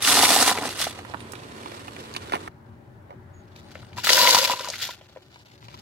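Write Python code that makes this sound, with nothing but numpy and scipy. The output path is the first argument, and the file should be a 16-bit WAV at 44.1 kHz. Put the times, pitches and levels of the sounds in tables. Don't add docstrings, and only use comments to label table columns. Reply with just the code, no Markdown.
import sys
import numpy as np
from scipy import signal
from scipy.fft import irfft
from scipy.io import wavfile
from scipy.ndimage import uniform_filter1d, map_coordinates

SR = 44100
rng = np.random.default_rng(int(sys.argv[2]) if len(sys.argv) > 2 else 0)


def unload_wav(signal):
    wavfile.write(
        sys.argv[1],
        SR,
        np.round(np.clip(np.atleast_2d(signal).T, -1, 1) * 32767).astype(np.int16),
    )


def voltage_ratio(decibels):
    exponent = np.asarray(decibels, float) / 20
    return 10 ** exponent


N = 256220
TIME = np.arange(N) / SR
SECOND_PASS_S = 2.485


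def evened(x):
    return x / np.sqrt(np.mean(x ** 2) + 1e-20)


def read_spectrum(points, hz):
    f, value = np.transpose(points)
    return np.interp(np.log(hz + 1), np.log(f + 1), value)


def curves(tables):
    s, *columns = np.transpose(sorted(row for table in tables for row in table))
    return [np.interp(TIME, s, column) for column in columns]


def per_pass(make, tables):
    return np.where(TIME < SECOND_PASS_S, make(tables[0]), make(tables[1]))


def add(mix, start_s, sound):
    mix[round(start_s * SR):][:len(sound)] += sound


def resonate(x, hz, width):
    return signal.lfilter(*signal.iirpeak(hz, hz / width, SR), x)


def steep(x, hz, width):
    return resonate(resonate(x, hz, width), hz, width)


def above(x, hz):
    return signal.sosfiltfilt(signal.butter(4, hz, "high", fs=SR, output="sos"), x)


# (pitch_hz, likeness [-1 to 1])
AIR_LIKENESS = [(60, .96), (150, .92), (300, .65), (640, .2), (1400, -.2), (3000, 0)]


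def air(points):
    hz = np.fft.rfftfreq(2048, 1 / SR)
    a, b, c, d, patches = rng.standard_normal((N // 512 + 5, 1025, 5)).T
    patches = evened(uniform_filter1d(uniform_filter1d(patches, 16, 0), 6, 1))
    same = np.clip(read_spectrum(AIR_LIKENESS, hz), -1, 1)[:, None]
    left = a + 1j * b
    right = same * left + np.sqrt(1 - same ** 2) * (c + 1j * d)
    level_db = read_spectrum(points, hz)[:, None] + 1.5 * patches
    spectra = np.array([left, right]) * voltage_ratio(level_db)
    return evened(signal.istft(spectra, nperseg=2048, noverlap=1536)[1][:, :N])


# (pitch_hz, relative level_db per Hz)
AIR_COLOUR = [
    [(15, -47.5), (25, -41.5), (92, -1.5), (166, -7), (384, -3.5), (775, -21), (962, -9), (1290, -15),
     (4490, -25.5), (5570, -31.5), (8140, -27.5), (12500, -37), (16000, -60.5)],
    [(15, -69), (25, -38), (102, 3), (256, -12), (363, -8), (531, -22.5), (575, -7.5), (677, -19.5),
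     (796, -12.5), (1130, -20), (1700, -21.5), (2550, -34), (16000, -73)],
]
# (time_s, level_db)
ENGINE_NEARNESS = [
    [(0, -43), (.34, -40.5), (.81, -43), (2.48, -41.5)],
    [(2.49, -48.5), (3.12, -47), (4.23, -46), (4.58, -52.5), (5.35, -56), (5.81, -48)],
]
# (pitch_hz, relative level_db)
ENGINE_TONES = [(91.5, -54.5), (113.0, -55.5), (226.1, -57), (290.7, -63.5), (366.1, -59.5), (576.0, -69.5)]


def engine():
    hum = sum(voltage_ratio(db) * evened(resonate(rng.standard_normal(N), hz, 5.5)) for hz, db in ENGINE_TONES)
    pan_db = np.where(TIME < SECOND_PASS_S, -1, 3) * np.array([[.5], [-.5]])
    rumble = voltage_ratio(-1.0) * per_pass(air, AIR_COLOUR) + voltage_ratio(-5.0) * evened(hum)
    return voltage_ratio(curves(ENGINE_NEARNESS)[0] + pan_db) * rumble


# (time_s, left_late_ms, left_minus_right_db)
TYRE_PLACE = [
    [(0, 0.032, -0.5), (.9, 0.051, -1), (1.1, .22, -11.5), (1.6, .4, -5.5), (2.48, .5, -2.5)],
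    [(2.49, .5, -5), (3.4, 0.505, -2.5), (3.7, .05, 3.5), (4.3, 0.075, 3), (4.8, .011, 2), (5.2, -.11, 1.5),
     (5.81, -.51, 3)],
]


def placed(x, lean=1.):
    late_ms, pan_db = curves(TYRE_PLACE)
    left = map_coordinates(x[0], [np.arange(N) - late_ms * SR / 1000], order=3)
    return np.array([left * voltage_ratio(lean * pan_db / 2), x[1] * voltage_ratio(-lean * pan_db / 2)])


# (time_s, crackle level_db)
TREAD_LOAD = [
    [(0, -45.5), (.02, -29.5), (.025, -20), (.044, -25), (.065, -18), (.135, -21), (.17, -19), (.43, -21),
     (.462, -23.5), (.48, -19.5), (.53, -28), (.57, -34), (.6, -36), (.66, -32), (.71, -35), (.76, -36.5),
     (.812, -24.5), (.885, -34), (.96, -47), (1.15, -56.5), (1.45, -52.5), (1.7, -46.5), (1.95, -47),
     (2.2, -48), (2.33, -50.5), (2.45, -50), (2.48, -53)],
    [(2.49, -71), (3.0, -79.5), (3.3, -77), (3.46, -65.5), (3.55, -65.5), (3.565, -49.5), (3.63, -56.5),
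     (3.67, -66), (3.7, -53), (3.8, -57), (3.95, -57.5), (3.984, -33), (4.028, -48), (4.046, -23),
     (4.06, -28.5), (4.1, -21.5), (4.31, -20.5), (4.4, -26), (4.45, -24), (4.485, -31), (4.51, -28.5),
     (4.58, -37.5), (4.7, -42), (4.8, -37.5), (4.82, -30), (4.89, -39.5), (4.94, -45.5), (5.0, -60.5),
     (5.3, -61), (5.6, -57), (5.7, -54.5), (5.81, -52)],
]
# (start_s, end_s)
PLATE_CONTACT = [(.03, 0.681), (4.049, 4.71)]


def tread():
    load_db = curves(TREAD_LOAD)[0]
    second = (TIME >= SECOND_PASS_S).astype(int)
    over_full_db = load_db + 20

    def following(level_db, slope):
        return np.take(level_db, second) + np.take(slope, second) * over_full_db

    plate_db = following([-26.5, -23.5], [0.68, 0.98])
    grit_db = following([-40.5, -41], [.25, 0.59])
    fine_db = following([-26.5, -23.5], [1.434, 1.27])
    flex_n = round(.02 * SR)
    flex = evened(uniform_filter1d(uniform_filter1d(rng.standard_normal(N), flex_n), flex_n))
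    on_s, off_s = .09, 0.012
    touch = sum(np.clip(np.minimum((TIME - start) / on_s, (end - TIME) / off_s + 1), 0, 1)
                for start, end in PLATE_CONTACT)
    ringing = touch * voltage_ratio(plate_db + 2 * flex)
    return load_db, ringing, voltage_ratio(grit_db), np.maximum(fine_db, -94)


def ring(x, modes):
    return sum(voltage_ratio(db) * evened(steep(x, hz, 1.57 * width)) for hz, width, db in modes)


def coloured(x, points):
    hz = np.fft.rfftfreq(1024, 1 / SR)
    taps = np.roll(irfft(voltage_ratio(read_spectrum(points, hz))), 512) * np.hanning(1024)
    return evened(signal.oaconvolve(x, taps[None], "same", axes=1))


# (pitch_hz, relative level_db per Hz)
BREAK_COLOUR = [
    [(710, -24.5), (1200, -6), (1750, -5.5), (2300, -9), (4080, -3), (5970, -4.5), (7170, -8), (8260, -4.5),
     (11300, -7.5), (16000, -19)],
    [(710, -28.5), (1200, -27.5), (1380, -1), (2180, -6), (2560, -3.5), (4500, 0.5), (7740, -8),
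     (8630, -16.5), (11800, -9), (16000, -16.5)],
]
# (pitch_hz, width_hz, relative level_db)
PLATE_MODES = [
    [(287, 48, -6.5), (468, 230, -6.5), (772, 320, -1.5), (978.5, 88, -9)],
    [(420, 304, -11), (528, 65, -1.5), (610, 41, -8), (961, 47, -30), (969, 62, 3.5)],
]


def crunch(kinds=range(120)):
    load_db, ringing, thudding, fine_db = tread()
    per_s = np.clip(2500 * voltage_ratio(0.34 * (load_db + 23.0)), 700, 6000)
    clumps = evened(uniform_filter1d(uniform_filter1d(rng.standard_normal(N), 500), 500))
    per_s_now = per_s * np.exp(np.interp(load_db, [-55, -25], [.55, .2]) * clumps)
    size_draw, break_draw, kind_draw = rng.random((N, 3)).T
    spread_db = np.interp(load_db, [-55, -25], [3.0, 4.5])
    happens = break_draw < per_s_now / SR
    size = voltage_ratio(-spread_db * np.log(1 - .98 * size_draw)) * happens / np.sqrt(per_s)
    size /= voltage_ratio(1.4 * spread_db)

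    kind = (kind_draw * len(kinds)).astype(int)
    breaks = np.zeros((2, N))
    t = np.arange(800) / SR
    for k in kinds:
        spot, length = rng.random(2)
        hz = 1200 * 12 ** (k / len(kinds))
        shape = rng.standard_normal(800) * voltage_ratio(-60 * t / (.004 + .014 * length))
        shape = evened(shape) + 0.37 * evened(resonate(shape, hz, 0.92 * hz))
        one = signal.oaconvolve(size * (kind == k), shape)[:N]
        breaks += [np.roll(one, round(7 * (spot - .5))), one]

    brittle = per_pass(lambda points: coloured(breaks, points), BREAK_COLOUR)
    fine, bright = above(brittle, 8200), above(brittle, 3700)
    bright_gain = voltage_ratio(0.53 * (fine_db - load_db + 3.0))
    body = brittle - bright + bright_gain * (bright - fine)
    plate = per_pass(lambda modes: evened(ring(size, modes)), PLATE_MODES)
    thud = evened(steep(size, 650, 1100))
    hollow = ringing * plate + thudding * thud
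    return (placed(voltage_ratio(load_db) * evened(body))
            + placed(voltage_ratio(fine_db) * evened(fine), lean=0.8)
            + placed([hollow] * 2, lean=.35))


def burst(hz, width, t60, noise, click=5.6):
    t = np.arange(len(noise)) / SR
    x = steep(noise * voltage_ratio(-60 * t / t60) + click * (t == 0), hz, width)
    return x / abs(x).max()


# (start_s, crack level_db, crack pitch_hz, knock level_db over crack, knock pitch_hz)
LOUD_SNAPS = [(0.0231, -17.5, 3970, -18, 1030), (0.0493, -7, 3130, -21.5, 1300),
              (0.0761, -6, 1750, -12, 1240), (0.0984, -6.5, 3640, -32, 1130), (0.1536, -15, 3610, -8, 713),
              (0.1724, -6.5, 3410, -5.5, 840), (0.1907, -5.5, 2960, -7.5, 930),
              (0.2063, -12, 1690, -26, 891), (0.2279, -25.5, 1820, -2, 1140),
              (0.2324, -17, 2960, 10.5, 880), (0.2392, -7, 2920, -19.5, 724),
              (0.2508, -7.5, 1770, -19, 861), (0.2794, -18, 4000, -9, 964), (0.2904, -9, 3690, -15, 939),
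              (0.305, -11, 3230, -2.5, 695), (0.3251, -48, 3350, 3, 778), (0.3444, -16.5, 4410, -8.5, 745),
              (0.3624, -7.5, 4330, -2, 760), (0.3804, -14.5, 1710, -9.5, 729),
              (0.4033, -7.5, 4360, -8.5, 666), (0.4264, -0.5, 5990, -12.5, 799),
              (0.4777, -11.5, 1740, 1.5, 750), (0.4924, -9.5, 1670, -14, 435),
              (0.4984, -13, 3320, -11, 880), (0.5144, -28.5, 1390, 19, 790), (0.5746, -16, 1740, -2.5, 990),
              (0.5858, -17, 1380, 1, 435), (0.625, -26, 3890, -13, 1230), (0.6334, -25, 1300, -1, 1220),
              (0.6536, -20, 1620, -0.5, 600), (0.6804, -21, 1550, -7, 624), (0.8021, -13.5, 3310, -11, 600),
              (0.8204, -21, 3130, -28, 1130), (0.8684, -24, 1320, 7.5, 740), (0.9892, -28, 1760, -5.5, 735),
              (1.0495, -32.5, 1620, -1, 1180), (1.098, -37.5, 4170, 3, 566), (1.1382, -37, 1300, 13, 1000),
              (1.1443, -37.5, 1500, 19.5, 980), (1.2048, -32, 2660, -22, 476),
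              (1.3203, -26.5, 6790, -17, 431), (1.3346, -26, 1370, -10, 463),
              (1.3533, -29.5, 2670, -21, 1170), (1.4454, -37, 2400, -6, 956), (1.5806, -37, 2120, -7, 506),
              (1.6591, -28, 2210, 4, 980), (1.719, -30.5, 1850, 0, 593), (1.8816, -27, 1650, 0, 1010),
              (1.9644, -25.5, 1790, -6, 630), (2.0054, -33, 2080, -18, 441), (2.139, -24, 4540, -15, 589),
              (2.1497, -25, 1750, -12, 460), (2.1635, -15.5, 3110, -4.5, 1320),
              (2.2964, -29, 1760, -5, 517), (2.3216, -17, 1760, -2.5, 500), (2.3314, -24, 2320, -4, 480),
              (2.3364, -25.5, 2380, 15.5, 950), (2.3438, -20.5, 1630, -8, 434),
              (2.3527, -18, 1690, -10, 1300), (2.3564, -34, 2080, 14, 732), (2.3643, -26.5, 1350, 3, 730),
              (2.438, -48, 1620, 2, 468), (2.4767, -27, 1300, 2, 1210), (3.0957, -57, 1530, 18, 598),
              (3.1063, -45, 1490, 14, 813), (3.117, -55.5, 1450, 16.5, 824), (3.1274, -55, 1780, 20, 805),
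              (3.1392, -52, 1300, 11, 476), (3.5608, -39, 2950, -11, 571), (3.591, -42, 5280, -11, 713),
              (3.6174, -51, 1340, -4, 581), (3.696, -45, 1740, -9, 606), (3.7541, -27.5, 1620, -7, 620),
              (3.7727, -46, 1690, 2, 487), (3.829, -41, 1410, 0, 972), (3.9305, -37, 2300, -14, 1000),
              (3.9706, -37, 1450, 4, 961), (3.9821, -34, 4040, 12, 980), (4.0436, -21.5, 1490, -35, 1000),
              (4.0707, -8, 1470, -23, 1040), (4.0928, -2.5, 2030, -21.5, 990),
              (4.1034, 2.5, 3810, -18.5, 480), (4.1171, -9.5, 4870, -16, 500),
              (4.1314, 2.5, 4480, -19, 970), (4.1772, -9.5, 1430, -10, 990), (4.2002, -19, 4440, -30, 929),
              (4.2143, -5, 3450, -10.5, 940), (4.2238, -8.5, 3460, -9, 970), (4.2528, -14, 4170, 3.5, 961),
              (4.2731, -4, 2620, -27, 980), (4.2887, -8.5, 3980, -5, 956), (4.3074, 2, 4390, -26, 920),
              (4.3272, -6.5, 4310, -12, 520), (4.3465, 6, 4330, -11.5, 910), (4.3674, -22, 4680, 11.5, 940),
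              (4.3859, -2, 5410, -17, 980), (4.4486, -9, 3110, -12, 982), (4.4967, -24.5, 2400, 10, 900),
              (4.512, -20, 3490, 2, 940), (4.5354, -33.5, 2590, 16, 930), (4.5945, -18.5, 3430, -7, 982),
              (4.6047, -26.5, 1360, 0, 528), (4.6461, -17, 4090, -9, 970), (4.6743, -28.5, 3490, 4.5, 900),
              (4.6862, -17, 5040, -9.5, 587), (4.7013, -13, 5030, -16.5, 587),
              (4.7393, -22.5, 1480, -31, 966), (4.7581, -22, 3490, -32, 931),
              (4.8146, -23.5, 3400, -35, 1120), (4.8384, -21.5, 3030, -29, 969),
              (4.8904, -27, 3130, 1.5, 915), (5.0118, -39, 2040, -2, 570), (5.096, -44, 3950, -5, 592),
              (5.1614, -40.5, 1300, 8, 565), (5.1711, -39, 1520, 5.5, 586), (5.229, -47.5, 4140, -20, 487),
              (5.3438, -36.5, 3510, -16, 1100), (5.3594, -36.5, 1750, -4.5, 1040),
              (5.391, -41, 4440, -20, 1000), (5.468, -49, 3860, -19, 431), (5.5174, -47, 2030, -13, 571),
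              (5.627, -41, 2140, -1, 1150), (5.684, -33, 2250, -1, 1025), (5.7423, -36, 2570, 2.5, 1080)]


def snaps():
    out = np.zeros(N + 3000)
    t = np.arange(3000) / SR
    for start_s, db, hz, knock_db, knock_hz in LOUD_SNAPS:
        noise = rng.standard_normal((3, 3000))
        second = int(start_s >= SECOND_PASS_S)
        crack = burst(hz, 0.92 * hz, 0.02, noise[0])
        # level at a 3 kHz crack per pass, and 0.5 dB more per octave above
        splinter_db = [-13, -27.5][second] + 0.5 * np.log2(hz / 3000)
        crack += voltage_ratio(splinter_db) * burst(8800, 7000, 0.016, noise[1], click=3.1)
        blow = steep(noise[2] * voltage_ratio(-60 * t / 0.016) + 6.7 * (t == 0), knock_hz, 0.69 * knock_hz)
        modes = sum(voltage_ratio(mode_db) * resonate(blow, mode_hz, width)
                    for mode_hz, width, mode_db in PLATE_MODES[second])
        knock = evened(blow) + voltage_ratio(2.5) * evened(modes)
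        thump = steep(noise[2] * voltage_ratio(-60 * t / .03), 270, 220)
        knock += voltage_ratio([-4.5, -13][second]) * evened(thump)
        add(out, start_s, voltage_ratio(db) * (crack + voltage_ratio(knock_db) * knock / abs(knock).max()))
    return placed([out[:N], out[:N]])


def underside(x):
    t = np.arange(3000) / SR
    signs = rng.choice([-1., 1.], (2, 3000))
    tail = signs * (rng.random((2, 3000)) < .1) * voltage_ratio(-60 * t / .045) * (t > .0006)
    tail = signal.lfilter(*signal.butter(1, 900, "high", fs=SR), tail)
    tail /= np.linalg.norm(tail, axis=1, keepdims=True)
    sources = [x, x * (TIME >= SECOND_PASS_S)]
    return per_pass(lambda part: signal.oaconvolve(part, tail, axes=1)[:, :N], sources)


# (start_s, length_s, settled pitch_hz, level_db, fade_db_per_s)
BRAKE_SQUEAKS = [(1.193, 0.052, 9000, -51.5, 450), (3.328, 0.099, 6660, -66.5, 30),
                 (3.63, .19, 8850, -72, 70), (3.814, .13, 8800, -70, 110)]


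def squeaks():
    out = np.zeros(N)
    bite_s = 0.011
    for start_s, length, hz, db, fade_db in BRAKE_SQUEAKS:
        t = np.arange(0, length, 1 / SR)
        tremble = 1 + 0.36 * evened(uniform_filter1d(rng.standard_normal(N), 200))[:len(t)]
        swell = np.clip(np.minimum(t, length - t) / bite_s, 0, 1) ** 2
        swell *= voltage_ratio(db - fade_db * np.maximum(t - bite_s, 0))
        cycles = hz * np.cumsum(1 + 0.024 * np.exp(-t / .018)) / SR
        add(out, start_s, np.sqrt(2) * tremble * swell * np.sin(2 * np.pi * cycles))
    return out * voltage_ratio([[-1.5], [1.5]])


def microphone_hiss():
    return voltage_ratio(-73.5) * rng.standard_normal((2, N))


def scene():
    breaking = crunch() + snaps()
    scatter = voltage_ratio(-5) * underside(breaking)
    return breaking + scatter + engine() + squeaks() + microphone_hiss()


def roll_off(x):
    return signal.sosfilt(signal.butter(12, 16650, fs=SR, output="sos"), x)


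def record(dry):
    overloaded = np.tanh(dry / 1.161) * 1.072
    band_limit = signal.firwin(255, 16300, fs=SR)[None]
    mix = signal.oaconvolve(overloaded, band_limit, "same", axes=1)
    return roll_off(mix)


dry = scene()
out = record(dry)
unload_wav(out)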